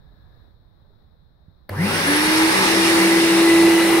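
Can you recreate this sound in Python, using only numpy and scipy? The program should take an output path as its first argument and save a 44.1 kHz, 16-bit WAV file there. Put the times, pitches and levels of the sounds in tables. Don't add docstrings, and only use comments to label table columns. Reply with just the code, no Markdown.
import sys
import numpy as np
from scipy import signal
from scipy.fft import rfft, irfft
from scipy.io import wavfile
from scipy.ndimage import uniform_filter1d

SR = 44100
rng = np.random.default_rng(int(sys.argv[2]) if len(sys.argv) > 2 else 0)


def generate_wav(signal):
    frames = np.transpose(np.atleast_2d(signal))
    scaled = np.clip(frames, -1, 1) * 32767
    pcm = np.round(scaled).astype(np.int16)
    wavfile.write(sys.argv[1], SR, pcm)


def magnitude_from_level(level_db):
    exponent = np.asarray(level_db, float) / 20
    return 10 ** exponent


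N = 176400
TIME_S = np.arange(N) / SR

# (frequency [Hz], level [dB])
ROOM_LEFT = [(20, -93), (45, -76.5), (130, -94), (600, -93.5), (1800, -104), (2700, -124), (7500, -134),
             (15500, -120)]
ROOM_RIGHT = [(20, -75.5), (90, -71), (150, -77.5), (260, -92), (1800, -109), (2800, -121), (8000, -134),
              (15500, -122)]
# (time [s], level [dB], pitch [Hz], t60 [s], left-right [dB])
KNOCKS = [
    (.125, -51, 150, .06, -8),
    (.19, -51, 140, .06, -8),
    (.368, -58, 450, .05, 4),
    (.479, -57, 300, .05, -4),
    (.811, -62, 540, .04, 6),
    (.845, -62, 1000, .06, 3),
    (.846, -58, 565, .07, 3),
    (.902, -55, 406, .09, 4),
    (.932, -61, 900, .05, 4),
    (1.482, -37, 95, .06, -8),
]
# (delay [s], level [dB], extra level of bright modes [dB])
BOUNCES = [
    (-.0008, -11, -33),
    (.0006, -3, -1),
    (.0014, -14, 1),
    (.002, -6.5, 9.5),
    (.0032, 2, -6),
    (.0052, -8, -3),
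    (.0072, -14, 0),
    (.041, -6, -20),
    (.044, -11, -20),
]
# (frequency [Hz], level [dB], t60 [s])
LID_MODES = [(695, 1.5, 0.021), (1270, -8, 0.011), (1680, -2.5, 0.017), (1990, -12, 0.025),
             (4670, -10, 0.008), (7500, -27, 0.005), (11600, -5, .004), (13700, 1, .004), (15300, -8, .004),
             (16600, -14, .003)]
# (multiple of hum [1], level [dB])
HUM_OVERTONES = [(2, -19), (3, -23.5), (4, -14), (5, -15.5)]
# (time [s], air rush [dB], shaft tone [dB], shaft left-right [dB],
# sixth-order whine [dB], dulling share [1])
PHONE_PATH = [(1.7, -21.5, -59, 2, -58, -3), (1.79, -22.5, -25.5, 1.5, -51, -1.1),
              (1.85, -18, -22, 1.5, -46, -1.5), (1.89, -19.5, -28.5, 2, -36, -0.8),
              (1.95, -19, -40.5, 17, -37, -0.7), (2.03, -20.5, -38, 9, -42.5, -0.9),
              (2.08, -19, -24.5, -5, -27, -1.5), (2.251, -20.5, -24.5, -6.5, -42, -0.85),
              (2.45, -20.5, -15.5, -3, -46, -1.2), (2.57, -20, -32, -14.5, -41, -1.3),
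              (2.7, -20, -22.5, 0.5, -58, -0.94), (2.9, -20, -19.5, -2.5, -43, -1.35),
              (3.18, -20, -16.5, -2, -29, -2.0), (3.36, -21.5, -14.5, -0.5, -43, -1.7),
              (3.48, -20.5, -13.5, -1.5, -28.5, -2.5), (3.7, -19.5, -14.5, -4.5, -35, -3),
              (3.9, -19, -16, -4, -30, -3.5), (4.0, -19.5, -17.5, -5.5, -30.5, -3.5)]
AIR_COL, SHAFT_COL, PAN_COL, WHINE_COL, DULL_COL = range(1, 6)
# (time [s], lag [s])
RIGHT_LAG = [
    (1.7, .00006),
    (2.0, .0002),
    (2.6, .00019),
    (3.1, .00013),
    (3.5, .00005),
    (3.8, -.00001),
]
# (multiple of shaft rate [1], level [dB], extra level at standstill [dB])
SHAFT_ORDERS = [(3, -42, -25), (4, -45, -12), (5, -45, -8), (24, -55, -25), (26, -55, -25)]
# (time [s], frequency [Hz], width [Hz], level [dB], span [s])
SQUEALS = [
    (2.095, 10230, 150, -29, .032),
    (2.165, 10760, 200, -30, .022),
    (2.23, 10230, 200, -35, .07),
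    (1.95, 9000, 300, -37, .03),
]
# (frequency [Hz], level [dB per Hz])
AIR = [(40, -13), (110, -13), (170, -1), (400, 0), (1400, -1.5), (3000, -6), (6000, -7.5), (16000, -22)]
# (frequency [Hz], power of speed [1])
AIR_GROWTH = [(100, 0.34), (800, 1.35), (3000, 3.45), (5200, 2.4), (7000, 3.7), (10000, 2.35), (15000, 1.5)]
# (frequency [Hz], width [Hz], boost [dB])
DRUM_MODES = [(381.5, 28, 6.5), (674, 110, -6.5), (863, 34, 4), (1430, 140, -4), (2000, 790, 6),
              (2830, 48, 6.5), (3220, 690, -2.5), (3860, 35, 3), (5340, 67, 0), (10500, 100, 1),
              (9200, 720, 2), (10150, 500, 1.5)]
# (frequency [Hz], width [Hz], boost [dB])
FLOOR_BOUNCE = [(820, 190, 4), (1680, 1150, -3.5), (380, 190, 4)]
# (left [dB], right [dB])
TURN_DB = (4.5, 1)
# (frequency [Hz], correlation [1])
AIR_LIKENESS = [(60, .7), (130, .95), (290, .85), (640, .65), (950, .65), (1410, .36), (3100, .22),
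                (5500, .12)]
# (time [s], level [dB], length [s])
BOOMS = [
    (1.96, -37, 0.061),
    (2.117, -35.5, 0.15),
    (2.286, -40, 0.037),
    (2.6, -27.5, 0.051),
    (2.793, -28, 0.046),
    (3.034, -25, 0.037),
    (3.17, -29, 0.034),
    (3.371, -29, 0.058),
    (3.643, -29.5, 0.056),
    (3.847, -32.5, 0.057),
]
# (frequency [Hz], gain [dB])
MIC_LEFT = [(45, -2.5), (700, 3), (2400, 2.5), (4200, 5.5), (5200, -3.5), (7200, 1.5), (9600, 9.5),
            (15500, 0)]
MIC_RIGHT = [(60, 1), (700, -1), (2400, 4.5), (4000, 6), (5500, 9), (7500, -8), (11000, -42), (15500, -3)]

ROOM_DB, HISS_HZ, HISS_WIDTH_HZ, HISS_DB = 1.5, 3870, 320, (-99, -111)
RUSTLE_END_S, RUSTLE_DB = .47, 4.2
RUSTLE_HZ, RUSTLE_WIDTH_HZ, RUSTLE_PEAK_DB = 1690, 160, 9
SHAKE_DB, SHAKE_HZ = -2, 75
MAINS_HZ, MAINS_DB = 49, -69
SWITCH_S, CLICK_DB, BRIGHT_HZ = 1.692, -29, 3000
HUM_HZ = 100
HUM_START_DB, HUM_RUN_DB, HUM_RISE_S, HUM_FALL_S = -29.5, -47, .025, .4
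TOP_HZ, SPIN_S, SPIN_SHAPE = 333.3, .18, .85
WAVER_DB, WOBBLE = .9, .0004
RATTLE_DB = 2.5
OCTAVE_DB = -27
BLADE_ORDER, BLADE_DB, BLADE_START_DB, BLADE_THROB = 12, -54, 18, .8
DUCT_HZ, DUCT_WIDTH_HZ = 2050, 900
SPARK_DB, SPARK_TILT_DB_PER_OCTAVE = -20, -1.5
SPARK_TOP_HZ, SPARK_TOP_DB = 13500, 7
BLADE_AIR_DB, BLADE_AIR_WIDTH_HZ = 13, 550
DULL_HZ, DULL_WIDTH_HZ = 5570, 5550
PATCHY_DB, FLICKER_DB, SWELL_DB, RIDGE_DB = .9, .4, .2, .8
BOOM_HZ = 189.9
GATE_HZ, GATE_SHARE = 7600, .1
LIMIT, EDGE_HZ, SNAP_S = 1.1, 15760, .0025


def read(points, hz):
    f, value = np.transpose(points)
    return np.interp(np.log(hz + 1), np.log(f + 1), value)


def evened(x):
    return x / np.sqrt(np.mean(x ** 2) + 1e-20)


def drift(t, rate_hz):
    rates_hz = np.geomspace(rate_hz / 20, rate_hz, 20)
    return evened(sum(np.sin(2 * np.pi * (f * t + rng.random())) / np.sqrt(f) for f in rates_hz))


def bump(hz, centre_hz, width_hz):
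    return 1 / (1 + (2 * (hz - centre_hz) / width_hz) ** 2)


def patches(hz, t, size):
    field = rng.standard_normal((len(t), len(hz))).T
    field = uniform_filter1d(field, size[0], axis=0)
    return evened(uniform_filter1d(field, size[1], axis=1))


def speed(t):
    return 1 - np.exp(-(np.maximum(t - SWITCH_S, 0) / SPIN_S) ** SPIN_SHAPE)


def phone_path(t, column):
    rows = np.array(PHONE_PATH)
    return np.interp(t, rows[:, 0], rows[:, column])


def lag_s(t):
    return np.interp(t, *np.transpose(RIGHT_LAG))


def noise(gain, likeness, size):
    hop, hz = size // 4, np.fft.rfftfreq(size, 1 / SR)[:, None]
    frames = N // hop + 5
    t = np.arange(frames) * hop / SR
    a, b, c, d = rng.standard_normal((frames, size // 2 + 1, 4)).T
    same = np.clip(read(likeness, hz), -1, 1)
    left, other = a + 1j * b, c + 1j * d
    right = same * left + np.sqrt(1 - same ** 2) * other
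    right = right * np.exp(-2j * np.pi * hz * lag_s(t))
    z = np.array([left, right]) * gain(hz, t)
    return signal.istft(z, nperseg=size, noverlap=size - hop)[1][:, :N] / np.sqrt(size)


def room():
    def gain(hz, t):
        base = magnitude_from_level(np.array([read(ROOM_LEFT, hz), read(ROOM_RIGHT, hz)]))
        hiss_db = np.array(HISS_DB)[:, None, None]
        hiss = magnitude_from_level(hiss_db) * np.exp(-.5 * ((hz - HISS_HZ) / HISS_WIDTH_HZ) ** 2)
        hiss = hiss + magnitude_from_level(hiss_db - 17) * np.exp(-.5 * ((hz - 5000) / 450) ** 2)
        moving = 1 / (1 + np.exp((t - RUSTLE_END_S) / .04))
        level_db = moving * (RUSTLE_DB + RUSTLE_PEAK_DB * bump(hz, RUSTLE_HZ, RUSTLE_WIDTH_HZ))
        level_db = level_db + SHAKE_DB * speed(t) * (hz < SHAKE_HZ)
        return (base + hiss) * magnitude_from_level(level_db + .7 * drift(t, 12))
    return magnitude_from_level(ROOM_DB + 47) * noise(gain, [(50, .35), (200, .15), (3000, .05)], size=1024)


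def house_mains():
    return np.sqrt(2) * magnitude_from_level(MAINS_DB) * np.sin(2 * np.pi * MAINS_HZ * TIME_S)


def knocks():
    out, t = np.zeros((2, N)), np.arange(5000) / SR
    for s, db, hz, t60, pan_db in KNOCKS:
        ring = np.sin(2 * np.pi * hz * t) + .5 * np.sin(2 * np.pi * 1.55 * hz * t)
        puff = magnitude_from_level(db - 60 * t / t60) * np.minimum(t / .003, 1) * ring
        at = round(s * SR)
        out[:, at:at + len(t)] += np.outer(magnitude_from_level(np.array([pan_db, -pan_db]) / 2), puff)
    return out


def switch():
    out, t = np.zeros(N), np.arange(3000) / SR
    attack = np.minimum(t / .00025, 1)
    for delay, bounce_db, bright_db in BOUNCES:
        at = round((SWITCH_S + delay) * SR)
        for hz, db, t60 in LID_MODES:
            level_db = CLICK_DB + bounce_db + db + bright_db * (hz > BRIGHT_HZ)
            ring = np.sin(2 * np.pi * hz * rng.uniform(0.92, 1.08) * t) * rng.choice([-1, 1])
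            out[at:at + len(t)] += magnitude_from_level(level_db - 60 * t / t60) * ring * attack
    return out


def motor_hum():
    since = np.maximum(TIME_S - SWITCH_S, 0)
    level_db = HUM_RUN_DB + (HUM_START_DB - HUM_RUN_DB) * np.exp(-(since / HUM_FALL_S) ** 2)
    level_db += (.7 + 2 * speed(TIME_S) ** 2) * drift(TIME_S, 20)
    partials = [(0.98, 0.0039)] + HUM_OVERTONES
    hum = sum(magnitude_from_level(db) * np.sin(2 * np.pi * (k * HUM_HZ * since + rng.random())) for k, db in partials)
    return hum * np.sqrt(2) * magnitude_from_level(level_db) * np.minimum(since / HUM_RISE_S, 1)


def order(turn, k, db):
    waver_db = WAVER_DB * (1 - np.log(k) / 6) + RATTLE_DB * (1 - speed(TIME_S))
    level = np.sqrt(2) * magnitude_from_level(db + waver_db * drift(TIME_S, 25))
    return level * np.sin(k * turn + 2 * np.pi * rng.random())


def whine(turn, hz):
    slow = 1 - speed(TIME_S)
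    out = order(turn, 6, phone_path(TIME_S, WHINE_COL))
    out = out + order(turn, 2, phone_path(TIME_S, SHAFT_COL) + OCTAVE_DB)
    for k, db, extra_db in SHAFT_ORDERS:
        out = out + order(turn, round(k), db + extra_db * slow)
    throb = 1 + BLADE_THROB * np.cos(2 * np.pi * HUM_HZ * np.maximum(TIME_S - SWITCH_S, 0))
    blade_db = BLADE_DB + BLADE_START_DB * bump(BLADE_ORDER * hz, DUCT_HZ, DUCT_WIDTH_HZ)
    return out + throb * order(turn, BLADE_ORDER, blade_db)


def squeals(turn, hz):
    out = np.zeros((2, N))
    span = slice(round(SWITCH_S * SR), round(2.5 * SR))
    for s, f, width_hz, db, length in SQUEALS:
        moment = magnitude_from_level(db) * bump(TIME_S[span], s, 2 * length) ** 2
        for k in range(31, 42):
            tone = np.sin(k * turn[:, span]) * bump(k * hz[span], f, width_hz)
            out[:, span] += np.sqrt(2) * moment * tone
    return out


def motor():
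    since = np.maximum(TIME_S - SWITCH_S, 0)
    hz = TOP_HZ * speed(TIME_S) * (1 + WOBBLE * drift(TIME_S, 7.85))
    turn = 2 * np.pi * (np.cumsum(hz) / SR - np.outer([0, 1], hz * lag_s(TIME_S)))
    pan_db = np.outer([.5, -.5], phone_path(TIME_S, PAN_COL))
    shaft = order(turn, 1, phone_path(TIME_S, SHAFT_COL)) * magnitude_from_level(pan_db) * np.minimum(since / 0.11, 1)
    high = (whine(turn, hz) + squeals(turn, hz)) * np.minimum(since / .09, 1) ** 2
    return motor_hum() + shaft + high


def rush():
    def gain(hz, t):
        share = speed(t)
        fizz_db = SPARK_DB + SPARK_TILT_DB_PER_OCTAVE * np.log2(1 + hz / 1000)
        fizz_db = fizz_db + SPARK_TOP_DB * bump(hz, SPARK_TOP_HZ, 4000)
        grown = np.sqrt(share ** (2 * read(AIR_GROWTH, hz)) + magnitude_from_level(fizz_db) ** 2)

        dull_band = bump(hz, DULL_HZ, DULL_WIDTH_HZ)
        colour_db = read(AIR, hz) + 3.38 * phone_path(t, DULL_COL) * dull_band
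        blade_band = bump(hz, BLADE_ORDER * TOP_HZ * share, BLADE_AIR_WIDTH_HZ)
        colour_db += BLADE_AIR_DB * (1 - share) * blade_band

        chance_db = PATCHY_DB * patches(hz, t, size=(12, 10))
        chance_db = chance_db + RIDGE_DB * patches(hz, t, size=(4, 50))
        chance_db = chance_db + SWELL_DB * drift(t, 3.84) + FLICKER_DB * drift(t, 40)

        away_s, away_lag_s = RIGHT_LAG[1]
        turned = np.clip(1 - lag_s(np.maximum(t, away_s)) / away_lag_s, 0, 1)
        turn_db = np.array(TURN_DB)[:, None, None] * turned * dull_band ** 2
        turn_db = turn_db + np.sqrt(turned) * sum(db * bump(hz, f, w) for f, w, db in FLOOR_BOUNCE)
        return grown * magnitude_from_level(colour_db + chance_db + turn_db)
    hz = np.fft.rfftfreq(N, 1 / SR)
    ring = 1 + sum((magnitude_from_level(db) - 1) * bump(hz, f, w) for f, w, db in DRUM_MODES)
    air = irfft(rfft(noise(gain, AIR_LIKENESS, size=1024)) * ring, N)
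    start = np.clip((TIME_S - SWITCH_S) / 0.0023, 0, 1)
    return magnitude_from_level(phone_path(TIME_S, AIR_COL)) * evened(air) * np.sqrt(.5) * start


def booms():
    swell = sum(magnitude_from_level(db) * np.exp(-.5 * ((TIME_S - s) / length) ** 2) for s, db, length in BOOMS)
    hz = BOOM_HZ * speed(TIME_S) ** .6 * (1 + 0.015 * drift(TIME_S, 11))
    return np.sqrt(2) * swell * np.sin(2 * np.pi * np.cumsum(hz) / SR)


def miked(x):
    hz = np.fft.rfftfreq(2 * N, 1 / SR)
    response = magnitude_from_level(np.array([read(MIC_LEFT, hz), read(MIC_RIGHT, hz)]))
    return irfft(rfft(x, 2 * N) * response, 2 * N)[:, :N]


def scene():
    machine = switch() + motor() + rush() + booms()
    return room() + house_mains() + knocks() + miked(machine)


def roll_off(x):
    return signal.sosfilt(signal.butter(12, 16540, fs=SR, output="sos"), x)


def record(dry):
    hz, t, z = signal.stft(dry, SR, nperseg=2048)
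    field = patches(hz, t, size=(9, 3))
    shut = (field < np.quantile(field, GATE_SHARE)) & (hz[:, None] > GATE_HZ) & (t > SWITCH_S)
    gate = np.array([np.ones(shut.shape), 1 - shut])
    gated = signal.istft(z * gate, SR, nperseg=2048)[1][:, :N]
    soft = LIMIT * np.tanh(gated / LIMIT)
    lowpass = signal.firwin(2047, EDGE_HZ, window=("kaiser", 9), fs=SR)
    mix = signal.oaconvolve(soft, lowpass[None], "same")
    mix += (soft - mix) * np.exp(-((TIME_S - SWITCH_S - SNAP_S / 2) / SNAP_S) ** 2)
    return roll_off(mix)


dry = scene()
out = record(dry)
generate_wav(out)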